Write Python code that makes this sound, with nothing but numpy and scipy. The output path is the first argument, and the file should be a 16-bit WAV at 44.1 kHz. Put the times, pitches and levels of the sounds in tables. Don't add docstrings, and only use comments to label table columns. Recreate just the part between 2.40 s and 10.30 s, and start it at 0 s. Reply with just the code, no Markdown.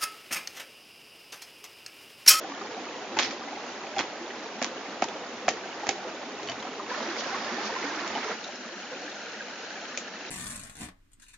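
import sys
import numpy as np
from scipy import signal
from scipy.fft import rfft, irfft
from scipy.io import wavfile
from scipy.ndimage import uniform_filter1d

SR = 44100
rng = np.random.default_rng(int(sys.argv[2]) if len(sys.argv) > 2 else 0)


def log_audio(samples):
    frames = np.atleast_2d(samples).T
    limited = np.clip(frames, -1, 1)
    pcm = np.round(limited * 32767).astype(np.int16)
    wavfile.write(sys.argv[1], SR, pcm)


N = 348390

# frequency in Hz, density in dB per Hz.
POOL_COLOUR = [(25, -64.5), (50, -29), (120, -18.5), (160, -14), (195, -5.5), (330, -2.5), (590, -3.5),
               (770, -2.5), (1000, -6), (1150, -6.5), (1600, -8.5), (1850, -8.5), (2250, -10.5),
               (2620, -11), (4100, -15), (7000, -18)]
# frequency in Hz, density in dB per Hz.
RIFFLE_COLOUR = [(25, -55), (50, -30), (150, -17), (200, -5), (450, -3), (636, -5.5), (800, -3),
                 (1300, -4.5), (1900, -5), (2800, -11), (5300, -13), (7000, -17.5)]
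# frequency in Hz, density in dB per Hz.
BOULDER_COLOUR = [(25, -72.5), (50, -30), (155, -14.5), (190, -3), (410, -4.5), (510, -1.5), (850, -4),
                  (1100, -10), (1350, -2.5), (1620, -2), (2080, -6.5), (2900, -6.5), (3520, -11),
                  (4200, -7.5), (4800, -12.5), (5400, -11), (7000, -13)]
# frequency in Hz, left minus right in dB.
POOL_LEAN_DB = [(60, 0), (160, 0.5), (420, -0.5), (1100, -1), (2890, -2), (7610, 0.5)]
RIFFLE_LEAN_DB = [(60, 1.5), (160, -0.5), (420, 0), (1100, -4), (2890, -3.5), (7610, 4)]
BOULDER_LEAN_DB = [(60, 0.085), (160, 0.18), (420, 0.16), (1100, 0.14), (2890, 0.0), (7610, 1.0)]
# start in seconds, stream level in dB rms.
LISTENING_PLACES = [(0, -37), (4.493, -32), (5.946, -38)]
# frequency in Hz, correlation from 0 to 1.
EAR_LIKENESS = [(60, 0.77), (130, 0.95), (240, 1), (480, 0.99), (950, 0.95), (1900, 0.64), (3800, 0.4),
                (7000, 0.054)]
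# start in seconds, level in dB, starting pitch in Hz.
GULP_EVENTS = [(0.045, -27.5, 763), (0.118, -30, 1120), (0.213, -30, 1180), (0.25, -33, 830),
               (0.714, -33, 530), (0.728, -32, 332), (1.016, -28.5, 1160), (1.148, -34, 700),
               (3.648, -29, 495), (4.395, -27, 1170), (4.398, -27, 996), (4.514, -24, 966),
               (4.574, -27, 594), (4.677, -27, 332), (4.926, -25.5, 763), (4.943, -25, 1060),
               (5.182, -25, 792), (5.293, -25.5, 906), (5.324, -30.5, 442), (5.361, -22, 995),
               (5.440, -28.5, 280), (5.756, -21.5, 840), (5.912, -24.5, 1330), (6.321, -36, 345),
               (6.515, -33.5, 496), (7.006, -25.5, 1560), (7.755, -33, 1900), (7.81, -32.5, 2620)]
# start in seconds, knock peak in dB, pitch factor,
# ring length factor, grip firmness (an exponent), brightness in dB per octave, boom of the pole in dB,
# level of the edge biting in in dB, decay of the bite in seconds.
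CLUB_BLOWS = [(0.7677, -13, 1.15, 1.0, 1.5, 0, 11, -26.5, 0.014),
              (1.5638, -19.5, 1.03, 2.0, 1.6, -5, -8, -30.5, .007),
              (2.2155, -18.5, 0.89, 0.97, 4.8, -4.5, 3.5, -23.5, .006),
              (2.6208, -7.5, 0.97, 0.93, 4.5, 1.5, 8, -18.5, 0.0058),
              (3.0804, -4, 0.96, 0.9, 5, 5.5, 2.5, -18, 0.006),
              (3.4884, -13.5, 1.037, 1.06, 1.8, -2, 3, -30, 0.014)]
# frequency in Hz, level in dB, swell time in seconds.
POLE_MODES = [(281, -16, 0.0065), (345, -22, 0.006), (624, -7, 0.0046), (761, 2, 0.0044),
              (1060, -24, .0035), (1295, -10.5, 0.0037), (1520, -15, .003), (1785, -12.5, 0.002),
              (1970, -13.5, 0.0029), (2230, -14.5, 0.0032), (2550, -18, 0.0029), (2920, -23.5, 0.0012),
              (3280, -23.5, 0.002)]
# frequency in Hz, density in dB per Hz.
BITE_COLOUR = [(60, -31), (150, -23.5), (280, -10), (470, -10.5), (800, 1), (1000, -3), (1300, -2.5),
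               (2200, 3), (2900, -2), (3500, -9), (4300, -7), (5500, -7), (7000, -6.5)]
# frequency in Hz, density in dB per Hz.
FIBRE_COLOUR = [(60, -19), (150, -18), (280, -1.5), (470, -8.5), (800, 3.5), (1400, -5), (2200, 2.5),
                (2800, -5), (3300, -3.5), (4300, -11.5), (7000, -8.5)]
# frequency in Hz, time to fall 60 dB in seconds.
ECHO_T60 = [(100, 1), (500, 0.21), (2000, 0.36), (7000, 0.3)]
# frequency in Hz, level in dB.
ECHO_COLOUR = [(100, 4), (600, -4), (1500, -4), (2500, 0), (4000, 3.5), (7000, -2.5)]
# crest in seconds, crest level in dB, sigma in seconds.
POLE_BUMPS = [(0.877, -52, 0.021), (4.093, -52.5, 0.051), (5.715, -52, 0.0092)]
# start in seconds, crest level in dB, time to the crest in seconds,
# brightness in dB per octave, body of the wall in dB, ring of the splinter in dB,
# following crackle relative to the break in dB, left minus right in dB.
BUNDLE_SNAPS = [(0.788, -12, .0014, -3, -9, 5, -16.5, -2.5), (0.7912, -21, 0.0013, -2, 1, 6.5, -15, -4),
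                (0.7939, -16, 0.0016, -6.5, 0, 6, -16, 0), (0.7972, -19, 0.0019, -3.5, 8, 1, -19, 0),
                (0.8055, -26, .0016, -1, 4, 0, -18, -2), (0.8246, -23, 0.0021, -1, 2, 5, -17, -1),
                (0.8300, -25, 0.0028, -1, 3, 4, -17, -3), (0.8455, -28, .0016, -5, -3, 3, -14, -2),
                (0.861, -28, 0.0014, 0, -6, 1, -17, -1), (0.907, -29, 0.0034, -4, -5, -4, -8, 1),
                (1.5824, -25, 0.0018, -1.5, -3, 4, -20, -3), (1.5908, -18, 0.0015, -3.5, 0, 1, -19, -2),
                (1.5974, -21, .002, -4.5, 4, -1, -20, -2), (1.6038, -22, .0018, -6.5, 2, 3, -20, -1),
                (1.6072, -20, 0.0016, -7, 1, 1, -18, -2), (2.2259, -16.5, 0.00076, 0, -5, -5, -13, -3),
                (2.2446, -16, .00075, 0, 6, 1, -25, -2), (2.6396, -26, 0.0017, 10, -3, -3, -20, -3),
                (2.685, -31, .0018, -5.5, 1, 10, -13, -8), (3.0882, -15, 0.0014, 1, 0, -9, -11.5, -1),
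                (3.4682, -21.5, 0.0011, -5, -1, -6, -17, -4), (3.4758, -26, 0.0018, -6, 5, -10, -17, 1),
                (3.4901, -14, 0.0018, 0.5, 0, -1, -17, -3), (3.4956, -28, 0.0012, -2, 7, -4, -15, 2)]
# frequency in Hz, density in dB per Hz.
SPLINTER_COLOUR = [(60, -44), (150, -26), (300, -12.5), (800, -4.5), (1200, -4), (1700, -1), (2200, 2.5),
                   (2800, 0), (3500, -1.5), (4400, -2.5), (5150, 0), (5550, -2), (6000, 2), (6400, 0),
                   (7000, 0.5)]
# start in seconds, level in dB, run length in seconds,
# brightness in dB per octave, tail relative to the run in dB, peak of the pole's lurch in dB.
SPLIT_RUNS = [(0.7891, -21.5, 0.0055, 0, -4, -30), (0.8251, -29.5, 0.029, 4, -3.5, -46),
              (1.5900, -26, .017, -4, -9, -27), (2.632, -32, .011, 1.5, -21, -25)]
# frequency in Hz, density in dB per Hz.
TEAR_COLOUR = [(60, -23), (150, -19.5), (280, -3), (800, -6), (1400, 0.5), (2200, 1), (3300, -5),
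               (4300, -3), (5600, -4), (7000, -24.5)]
# start in seconds, click level in dB,
# click brightness in dB per octave, ring level in dB, pitch in Hz.
STRIP_TAPS = [(1.584, -38, -3, -24, 3430), (1.5912, -41, 4, -24, 3300), (4.031, -33, 4.5, -45, 4400),
              (4.0745, -30, 2.5, -34, 4400), (4.0874, -29, -1, -26.5, 3000), (4.0970, -29, 4, -30, 3030),
              (4.0973, -36, 6, -31, 4600), (4.1180, -30.5, 1, -37.5, 3640), (4.2265, -33, 1.5, -33, 3200),
              (5.6774, -29, 6, -44, 3120), (5.7522, -32, 1.5, -26.5, 3000), (6.0417, -34, 5, -30.5, 3630),
              (6.0457, -39, 5, -32, 3920), (6.1565, -39, 6.5, -36, 5300), (7.5748, -21, 10.5, -25, 2430)]
# pitch ratio, level in dB, decay in seconds.
STRIP_MODES = [(1, -1, .0042), (1.09, -12.5, .003), (1.24, -10.5, 0.0025), (1.5, -12.5, 0.0032)]
# crest in seconds, crest level in dB, sigma in seconds.
SPRAY_PUFFS = [(4.798, -35.5, 0.016), (5.26, -39.5, 0.021)]

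EDGE_HZ = 7100
SURGE_DB, SURGE_S = 0.35, 0.15
BOOM_HZ = 450
RADIATE_HZ = 170
CRACK_PAN_DB = -1
BITE_DELAY_S, BITE_BRIGHT_DB_PER_OCT = 0.000703, -1.5
THUD_DB, THUD_DB_PER_BLOW_DB = -47.5, 0.62
THUD_DELAY_S, THUD_SIGMA_S = 0.0093, 0.01414
BODY_HZ, BODY_OCTAVES, RING_HZ, RING_OCTAVES = 550, 0.54, 3480, 0.2
SNAP_STEEPNESS, SNAP_TAIL_S, SNAP_TAIL_BRIGHT_DB_PER_OCT = 2.4, 0.024, -1.5
SLIP_EVERY_S, SLIP_DECAY_S, STOP_S = 0.006, 0.035, 0.0089
RUN_FADE_DB_PER_S = -90
SPLIT_TAIL_S = 0.047
LURCH_AT = 0.49
LURCH_PITCH, LURCH_RING, LURCH_FIRMNESS, LURCH_BRIGHT_DB_PER_OCT = 1.2, 1.7, 2.6, -2
TAP_DECAY_S, TAP_PAN_DB = 0.003, 0.5
SETTLE_DB, SETTLE_S = -11, 0.019


def gain_of(db):
    return 10 ** (np.asarray(db) / 20)


def evened(x):
    return x / np.sqrt(np.mean(x ** 2) + 1e-20)


def read(points, hz):
    f, value = np.transpose(points)
    return np.interp(np.log(hz + 1), np.log(f + 1), value)


def add(mix, start_s, sound):
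    part = mix[:, max(round(start_s * SR), 0):][:, :sound.shape[1]]
    part += sound[:, :part.shape[1]]


def panned(left_db):
    return gain_of(np.array([[.5], [-.5]]) * left_db)


def paired(z, likeness):
    angle = np.arccos(np.clip(likeness, -1, 1)) / 2
    return z[0] * np.cos(angle) + np.array([[1], [-1]]) * z[1] * np.sin(angle)


def bubble(hz, cycles, lag_s, glide=0.034):
    u = np.arange(int(5 * cycles / hz * SR)) * hz / (cycles * SR)
    turns = cycles * (u + glide * u ** 2 / 2) + hz * lag_s * np.array([[.5], [-.5]])
    return (1 - np.exp(-6 * u)) * np.exp(-u) * np.sin(2 * np.pi * turns)


def babble(count=7000, low_hz=210, high_hz=6500, large_spread_db=6.0, small_spread_db=2.0,
           cycles=7, lag_s=0.00015, slope=1.0):
    out = np.zeros((2, N))
    for when, pitch, size, ring, place in rng.random((count, 5)):
        hz = low_hz * (high_hz / low_hz) ** pitch
        spread_db = np.interp(pitch, [0, 1], [large_spread_db, small_spread_db])
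        level = gain_of(spread_db * min(-np.log(size), 3.6)) * hz ** slope
        add(out, when * N / SR, level * bubble(hz, cycles * (.5 + ring), lag_s * (2 * place - 1)))
    return evened(out)


def stream(bubbles_db=-9.0, flicker_db=0.5):
    hz, t = np.fft.rfftfreq(N, 1 / SR), np.arange(N) / SR
    flicker = gain_of(flicker_db * evened(uniform_filter1d(rng.standard_normal(N), size=700)))
    wash = paired(rfft(rng.standard_normal((2, N)) * flicker), read(EAR_LIKENESS, hz))
    water = wash + gain_of(bubbles_db) * rfft(babble())
    starts_s, levels_db = np.transpose(LISTENING_PLACES)
    place = np.searchsorted(starts_s[1:], t)
    colours = [POOL_COLOUR, RIFFLE_COLOUR, BOULDER_COLOUR]
    leans = [POOL_LEAN_DB, RIFFLE_LEAN_DB, BOULDER_LEAN_DB]
    out = np.zeros((2, N))
    for k, (colour, lean) in enumerate(zip(colours, leans)):
        heard = evened(irfft(water * gain_of(read(colour, hz)) * panned(read(lean, hz)), N))
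        crossfade = uniform_filter1d(1. * (place == k), size=1400)
        out += gain_of(levels_db[k]) * heard * crossfade
    surge = evened(irfft(rfft(rng.standard_normal(N)) * np.exp(-(hz * SURGE_S) ** 2), N))
    return out * gain_of(SURGE_DB * surge)


def gulps(cycles=9, pan_db=0.5):
    out = np.zeros((2, N))
    for start_s, db, hz in GULP_EVENTS:
        add(out, start_s, gain_of(db) * panned(pan_db) * bubble(hz, cycles, 0))
    return out


def knock(peak_db, pitch, ring, firmness, bright_db_per_oct, boom_db=0, push_s=.0044, pan_db=-1):
    t = np.arange(4000) / SR
    out = np.zeros(len(t))
    for hz, mode_db, rise_s in POLE_MODES:
        u = t / (rise_s * ring)
        level_db = mode_db + bright_db_per_oct * np.log2(hz / 750) + boom_db * (hz < BOOM_HZ)
        envelope = (u * np.exp(1 - u)) ** firmness
        out += gain_of(level_db) * envelope * np.cos(2 * np.pi * hz * pitch * (t - push_s * ring))
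    return gain_of(peak_db) * panned(pan_db) * out / abs(out).max()


def dying(decay_s, hold_s=0, size=16384):
    return np.exp(-np.maximum(np.arange(size) / SR - hold_s, 0) / decay_s)


def crackle(db, envelope, bright_db_per_oct, colour=FIBRE_COLOUR, pan_db=CRACK_PAN_DB,
            snaps_per_s=3800, spread_db=0.0, likeness=0.13):
    size = len(envelope)
    hz = np.fft.rfftfreq(size, 1 / SR)
    chance, strength, sign = rng.random((3, 2, size))
    struck = (chance < snaps_per_s / SR) | (np.arange(size) == np.argmax(envelope))
    strengths = gain_of(spread_db * np.minimum(-np.log(strength), 3))
    z = rfft(struck * np.sign(sign - .5) * strengths * envelope)
    own_colour = np.sqrt(abs(uniform_filter1d(abs(z) ** 2, size=size // 128, axis=1)) + 1e-12)
    tilt_db = bright_db_per_oct * np.log2(np.clip(hz, 200, EDGE_HZ) / 2000)
    log_gain = np.log(gain_of(read(colour, hz) + tilt_db) / own_colour)
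    mirrored = np.hstack([log_gain, log_gain[:, -2:0:-1]])
    wall = np.exp(np.conj(signal.hilbert(mirrored)))[:, :len(hz)]
    z = paired(z * wall, likeness + (1 - likeness) * read(EAR_LIKENESS, hz))
    heard_rms = np.linalg.norm(irfft(z * (hz < EDGE_HZ))) / np.linalg.norm(envelope)
    return gain_of(db) * panned(pan_db) * irfft(z) / heard_rms


def blows():
    out = np.zeros((2, N))
    for start_s, peak_db, pitch, ring, firmness, bright, boom_db, bite_db, bite_decay_s in CLUB_BLOWS:
        add(out, start_s, knock(peak_db, pitch, ring, firmness, bright, boom_db))
        bite = crackle(bite_db, dying(bite_decay_s, size=4096), BITE_BRIGHT_DB_PER_OCT, BITE_COLOUR)
        add(out, start_s + BITE_DELAY_S, bite)
    return out


def banks(x, early_db=-14, early_decay_s=0.024, late_db=-19, delay_s=0.0056, slap_db=-21, slap_delay_s=0.019):
    hz = np.fft.rfftfreq(SR, 1 / SR)
    noise = rfft(rng.standard_normal((2, SR)))
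    taps = irfft(paired(noise, read(EAR_LIKENESS, hz)) * gain_of(read(ECHO_COLOUR, hz)), SR)
    early = taps * np.exp(-np.arange(SR) / SR / early_decay_s)
    band_hz, t, z = signal.stft(taps[:, ::-1], SR, nperseg=256)
    fade = gain_of(-60 * t / read(ECHO_T60, band_hz)[:, None])
    late = signal.istft(z * fade, SR, nperseg=256)[1][:, :SR]
    echo = gain_of(early_db) * early / np.linalg.norm(early[0])
    echo = echo + gain_of(late_db) * late / np.linalg.norm(late[0])
    out = np.zeros((2, N))
    add(out, delay_s, signal.fftconvolve(x, echo, axes=1))
    add(out, slap_delay_s, gain_of(slap_db) * x[::-1])
    return out


def swell(crest_s, db, sigma_s, low_hz, high_hz, order=4):
    t = np.arange(-3 * sigma_s, 3 * sigma_s, 1 / SR)
    band = signal.butter(order, [low_hz, high_hz], "band", fs=SR, output="sos")
    noise = signal.sosfilt(band, rng.standard_normal((2, SR)))[:, -len(t):]
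    return crest_s + t[0], gain_of(db) * evened(noise) * np.exp(-(t / sigma_s) ** 2 / 2)


def thuds_and_bumps():
    out = np.zeros((2, N))
    thuds = [(start_s + THUD_DELAY_S, THUD_DB + THUD_DB_PER_BLOW_DB * db, THUD_SIGMA_S)
             for start_s, db, *_ in CLUB_BLOWS]
    for row in thuds + list(POLE_BUMPS):
        add(out, *swell(*row, low_hz=80, high_hz=185, order=3))
    return out[0]


def hump(hz, centre_hz, octaves):
    return np.exp(-(np.log2(hz / centre_hz) / octaves) ** 2 / 2)


def snaps():
    out, t = np.zeros((2, N)), np.arange(2048) / SR
    for start_s, db, crest_s, bright, body_db, ring_db, tail_db, pan_db in BUNDLE_SNAPS:
        colour = []
        for hz, level_db in SPLINTER_COLOUR:
            body = body_db * hump(hz, BODY_HZ, BODY_OCTAVES)
            ring = ring_db * hump(hz, RING_HZ, RING_OCTAVES)
            colour.append((hz, level_db + body + ring))
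        breaking = (t / crest_s * np.exp(1 - t / crest_s)) ** SNAP_STEEPNESS
        add(out, start_s, crackle(db, breaking, bright, colour, pan_db, snaps_per_s=7600))
        tail = crackle(db + tail_db, dying(SNAP_TAIL_S, size=8192), SNAP_TAIL_BRIGHT_DB_PER_OCT,
                       SPLINTER_COLOUR, pan_db, snaps_per_s=650, spread_db=4.5)
        add(out, start_s + crest_s, tail)
    return out


def splits():
    out = np.zeros((2, N))
    for start_s, db, run_s, bright, tail_db, lurch_db in SPLIT_RUNS:
        moving = dying(STOP_S, hold_s=run_s)
        t = np.arange(len(moving)) / SR
        slips = np.exp(-(t % SLIP_EVERY_S) / SLIP_DECAY_S) * gain_of(RUN_FADE_DB_PER_S * t)
        tail = gain_of(tail_db) * dying(SPLIT_TAIL_S, hold_s=run_s)
        envelope = np.hypot(moving * slips, tail)
        add(out, start_s, crackle(db, envelope, bright, TEAR_COLOUR, snaps_per_s=3000, spread_db=6.0))
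        lurch = knock(lurch_db, LURCH_PITCH, LURCH_RING, LURCH_FIRMNESS, LURCH_BRIGHT_DB_PER_OCT)
        add(out, start_s + LURCH_AT * run_s, lurch)
    return out


def strips(pan_db=-2):
    out, t = np.zeros((2, N)), np.arange(4000) / SR
    for start_s, click_db, bright, ring_db, hz in STRIP_TAPS:
        ring = sum(gain_of(db) * np.exp(-t / decay_s) * np.sin(2 * np.pi * hz * ratio * t)
                   for ratio, db, decay_s in STRIP_MODES)
        add(out, start_s, gain_of(ring_db) * panned(pan_db) * ring)
        settling = gain_of(SETTLE_DB) * dying(SETTLE_S)
        envelope = np.hypot(dying(TAP_DECAY_S), settling)
        add(out, start_s, crackle(click_db, envelope, bright, pan_db=TAP_PAN_DB))
    return out


def spray():
    out = np.zeros((2, N))
    for row in SPRAY_PUFFS:
        add(out, *swell(*row, low_hz=3000, high_hz=6560))
    return out


def scene():
    water = stream() + gulps()
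    radiated = signal.butter(2, RADIATE_HZ, "high", fs=SR, output="sos")
    bamboo = blows() + signal.sosfilt(radiated, snaps() + splits()) + strips()
    return water + bamboo + banks(bamboo) + thuds_and_bumps() + spray()


def record(dry):
    lowpass = signal.firwin(1023, EDGE_HZ, window=("kaiser", 8), fs=SR)
    return signal.oaconvolve(dry, lowpass[None], "same")


dry = scene()
out = record(dry)
log_audio(out)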